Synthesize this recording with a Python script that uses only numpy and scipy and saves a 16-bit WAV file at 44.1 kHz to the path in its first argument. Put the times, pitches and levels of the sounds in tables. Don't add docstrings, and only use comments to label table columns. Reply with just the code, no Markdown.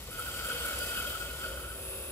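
import sys
import numpy as np
from scipy import signal
from scipy.fft import rfft, irfft, next_fast_len
from scipy.io import wavfile
from scipy.ndimage import uniform_filter1d

SR = 44100
rng = np.random.default_rng(int(sys.argv[2]) if len(sys.argv) > 2 else 0)


def field_ratio(decibels):
    return 10 ** (np.asarray(decibels, dtype=float) / 20)


def transcribe(u):
    v = np.clip(np.atleast_2d(u).T, -1, 1)
    q = np.round(v * 32767).astype(np.int16)
    wavfile.write(sys.argv[1], SR, q)


N = 93051
SIZE = next_fast_len(N + 8192)
HZ = np.arange(SIZE // 2 + 1) * SR / SIZE + 1e-3

# pitch_hz, density_db_per_hz
RUMBLE = [(25, -37), (42, -9), (60, 3.5), (100, -9.5), (200, -18), (500, -18), (1000, -32.5), (4000, -51)]
RUMBLE_DB = -47
# pitch_hz, width_hz, level_db
ROOM_MODES = [(56.1, 10, -3.5), (72.1, 5.5, -14), (145.1, 4.9, -5)]
ROOM_MODES_DB = -55

# start_s, level_db
SPRAY = [(0.0, -57), (0.05, -58), (0.08, -58), (0.22, -55.5), (0.34, -54), (0.66, -52), (0.87, -51),
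         (1.27, -56.5), (1.4, -55.5), (1.69, -61), (2.02, -61.5), (2.11, -62)]
# pitch_hz, density_db_per_hz
HISS = [(250, -4), (600, 1), (1000, 1.5), (3200, 2), (6000, -2), (8000, -2.5), (12500, -0.5), (16000, -6)]
HISS_DB = 11.5
DIP_HZ, DIP_WIDE_HZ, DIP_DEPTH = 1660, 110, .8
ECHO_S, ECHO_DB, ECHO_FROM_HZ = .006, -13, 4000

# start_s, peak_db
TICKS = [
    (.107, -44),
    (.194, -32),
    (.486, -32),
    (.53, -36),
    (.786, -42),
]
TICKS_PER_S, TICK_DB = 60, -54
# pitch_hz, width_hz, level_db
GUARD = [(7600, 510, -14), (10230, 950, 14), (12700, 1200, -15)]
TOUCH_S, TOUCH_DB = .086, -20
# pitch_hz, width_hz, level_db
TRAY = [(300, 51, -4.5), (494, 90, 4)]

# start_s, level_db
FEED = [(0.0, -82), (0.09, -62), (0.16, -44), (0.19, -44.5), (0.21, -45), (0.48, -43.5), (0.49, -40.5),
        (0.9, -42), (0.95, -39.5), (1.25, -44.5), (1.36, -54), (1.44, -39.5), (1.5, -47), (1.71, -50.5),
        (1.8, -58.5), (2.11, -75)]
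# pitch_hz, width_hz, level_db
PLATE = [(1332.6, 64, -6), (1439, 31, -1.5), (1457, 100, -5.5), (1522, 23, -30.5)]
CHATTER_DB, CHATTERS_PER_S = 2.5, 30
# pitch_hz, width_hz, level_db
BODY = [(249, 224, -9), (486.5, 33, 4.5), (517.2, 40, 4), (562, 57, 3.5), (628.6, 58, -2.5),
        (2244, 33, -3.5), (2574, 56, 1.5), (3011, 157, -2), (3192, 114, 0), (3170, 1030, -7.5),
        (4436, 43, -2.5), (4814, 180, -4.5)]
BODY_DB, BODY_FOLLOWS = -44, (0.62, 0.63)
# pitch_hz, width_hz, level_db
RIM = [(7250, 170, -3), (8400, 500, -5), (8640, 50, -7), (9750, 400, -2), (10250, 200, -3), (10750, 60, 0),
       (11900, 90, -6), (12200, 500, -8), (13600, 300, -7), (14090, 80, -5), (14935, 80, -1),
       (15570, 170, -1), (11500, 9000, -10)]
RIM_DB, RIM_FOLLOWS = -44, (0.19, 1)
CONTACT_S, IDLE_DB = .107, -9

TURNS_PER_S = 38.17
HUNT_TURNS = .35
RUB_LOOSE = .25
# start_s, level_db
RUB = [(0, -70), (.8, -64), (1.1, -67), (1.4, -57), (1.6, -47), (1.75, -42), (1.9, -37.5), (2.11, -39)]
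# pitch_hz, width_hz, level_db
KERF = [(2644, 300, -7), (3300, 190, -9), (3680, 280, -11), (4800, 900, -18), (8070, 160, -9),
        (9750, 590, -1), (10210, 490, -2), (11010, 260, -0.5), (11140, 85, -1), (12500, 4600, -11.5),
        (15200, 280, -15)]
# start_s, level_db
HUM = [(0, -76), (.6, -62), (.9, -57.5), (1.05, -52), (1.3, -55), (1.5, -47), (1.7, -51), (1.95, -47),
       (2.11, -48)]
# pitch_hz, width_hz, level_db
HOUSING = [(388.4, 50, -6), (532, 11.3, 4.5), (510, 230, -5), (810, 300, -23), (1165, 120, -13),
           (1374, 260, -11)]

# pitch_hz, likeness_0_to_1, right_over_left_db
PORTS = [(90, .998, 0), (500, .76, -3), (1400, .8, -1.3), (3000, .72, 0), (4700, .1, -2), (7200, .25, -2),
         (7900, .9, 0), (9300, .985, 0)]
# pitch_hz, lead_rad
LEAD = [(0, 0), (3000, -1.9), (7950, -6.28), (9470, -3.14), (11280, 0), (12620, 3.14), (14150, 6.28),
        (16000, 10.5)]
CUTOFF_HZ = 15760


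def rms_one(x):
    return x / np.sqrt(np.mean(x ** 2) + 1e-20)


def in_time(rows):
    return np.interp(np.arange(N) / SR, *np.transpose(rows))


def at_hz(rows, axis=1):
    return np.interp(np.log(HZ), np.log(np.array(rows)[:, 0]), np.array(rows)[:, axis])


def drift(rate):
    pole = np.exp(-80 * np.pi * rate / SR)
    noise = rng.standard_normal(N // 40 + 2002)
    slow = signal.lfilter([1], [1, -2 * pole, pole * pole], noise)[2000:]
    return np.interp(np.arange(N) / 40, np.arange(len(slow)), rms_one(slow))


def resonances(modes):
    total = 0
    for hz, wide, db in modes:
        damping = 1j * HZ * wide
        total = total + field_ratio(db) * (damping / (hz ** 2 - HZ ** 2 + damping)) ** 2
    return total


def heard(force, colour, level_db, whole=None):
    unit = np.sqrt(np.mean(np.abs(colour if whole is None else whole) ** 2))
    direct, left, right = rfft(force * field_ratio(level_db), SIZE) * colour / unit
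    alike, tilt = at_hz(PORTS), field_ratio(at_hz(PORTS, axis=2) / 2)
    lead = np.exp(.5j * np.interp(HZ, *np.transpose(LEAD)))
    shared, apart = np.sqrt(alike) * direct, np.sqrt(1 - alike)
    both = [(shared / lead + apart * left) / tilt,
            (shared * lead + apart * right) * tilt]
    return irfft(both, SIZE)[:, :N]


def workshop():
    rumble = heard(rng.standard_normal((3, N)), field_ratio(at_hz(RUMBLE)), RUMBLE_DB)
    boom = heard(rng.standard_normal((3, N)), resonances(ROOM_MODES), ROOM_MODES_DB)
    return rumble + boom


def grit(spread_db, wobble_db, patchy_db):
    throb = np.cos(2 * np.pi * (TURNS_PER_S * np.arange(N) / SR + 0.05 * drift(1.1)))
    sizes = field_ratio(spread_db * np.minimum(rng.exponential(1, (3, N)), 5))
    flow = field_ratio(wobble_db * throb + patchy_db * drift(37))
    return rms_one(rng.standard_normal((3, N)) * sizes * flow)


def spray():
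    bright = field_ratio(ECHO_DB) / (1 + (ECHO_FROM_HZ / HZ) ** 2)
    bounces = 1
    for lag_s in ECHO_S * rng.uniform(0.1503, 1, 6):
        bounces = bounces + bright * np.exp(-2j * np.pi * HZ * lag_s)
    dip = 1 - DIP_DEPTH * np.exp(-((HZ - DIP_HZ) / DIP_WIDE_HZ) ** 2)
    colour = field_ratio(at_hz(HISS)) * bounces * dip
    grains = grit(spread_db=2.5, wobble_db=0.5, patchy_db=-0.2)
    return heard(grains, colour, in_time(SPRAY) + HISS_DB)


def ticks():
    born = rng.random(N) < TICKS_PER_S / SR
    uneven_db = 2.6 * np.minimum(rng.exponential(1, N), 4)
    clicks = born * field_ratio(uneven_db + TICK_DB + in_time(SPRAY) + 59)
    start_s, peak_db = np.transpose(TICKS)
    clicks[(start_s * SR).astype(int)] = field_ratio(peak_db)
    bursts = signal.lfilter([1], [1, -.993], clicks) * rng.standard_normal((3, N))
    touch = np.zeros((3, N))
    touch[:, int(TOUCH_S * SR)] = [1, .5, -.5]
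    return heard(bursts, resonances(GUARD), 0) + heard(touch, resonances(TRAY), TOUCH_DB)


def ringing(modes, level_db, wander_db, rate, even=0):
    force, whole = grit(spread_db=1.0, wobble_db=1.0, patchy_db=1.0), resonances(modes)
    ring = 0
    for mode in modes:
        ring = ring + heard(force, resonances([mode]), level_db + wander_db * drift(rate), whole)
    power = uniform_filter1d((ring ** 2).mean(axis=0), size=4000)
    swell = power / uniform_filter1d(field_ratio(2 * level_db), size=4000)
    return ring * (swell + 1e-3) ** (-even / 2)


def blade():
    feed_db, spray_db = in_time(FEED), in_time(SPRAY)
    swing = np.array([feed_db - feed_db.max() + 4.5, spray_db - spray_db.max() + 3])
    plate_db = feed_db + 1.5 + CHATTER_DB * drift(CHATTERS_PER_S)
    idle_db = IDLE_DB * (np.arange(N) < CONTACT_S * SR)
    plate = ringing(PLATE, plate_db, wander_db=1.5, rate=30, even=.8)
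    body = ringing(BODY, BODY_DB + BODY_FOLLOWS @ swing, wander_db=1.5, rate=4.5)
    rim = ringing(RIM, RIM_DB + RIM_FOLLOWS @ swing + idle_db, wander_db=2.5, rate=8.4)
    return plate + body + rim


def shaft_contacts():
    load = field_ratio(in_time(FEED) - np.max(FEED, axis=0)[1]) ** .8
    hunt = HUNT_TURNS * np.cumsum(load * drift(2.0)) / SR * 4
    place = (TURNS_PER_S * np.arange(N) / SR + hunt) % 1
    orders = np.exp(2j * np.pi * rng.random((3, 601)))
    pattern = rms_one(irfft(orders * (np.arange(601) < 430), 1200))
    looped = np.array([np.interp(place * 1200, np.arange(1201), np.append(p, p[0])) for p in pattern])
    return np.sqrt(1 - RUB_LOOSE) * looped + np.sqrt(RUB_LOOSE) * rng.standard_normal((3, N))


def rub_and_hum():
    force = shaft_contacts()
    rub = heard(force, resonances(KERF), in_time(RUB) - 3)
    hum = heard(force, resonances(HOUSING), in_time(HUM))
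    return rub + hum


def scene():
    return workshop() + spray() + ticks() + blade() + rub_and_hum()


def roll_off(x):
    return signal.sosfilt(signal.butter(12, 16090, fs=SR, output="sos"), x)


def record(dry):
    passed = np.clip((CUTOFF_HZ - HZ) / 60, 0, 1)
    mix = irfft(rfft(dry, SIZE) * passed, SIZE)[:, :N]
    return roll_off(mix)


dry = scene()
out = record(dry)
transcribe(out)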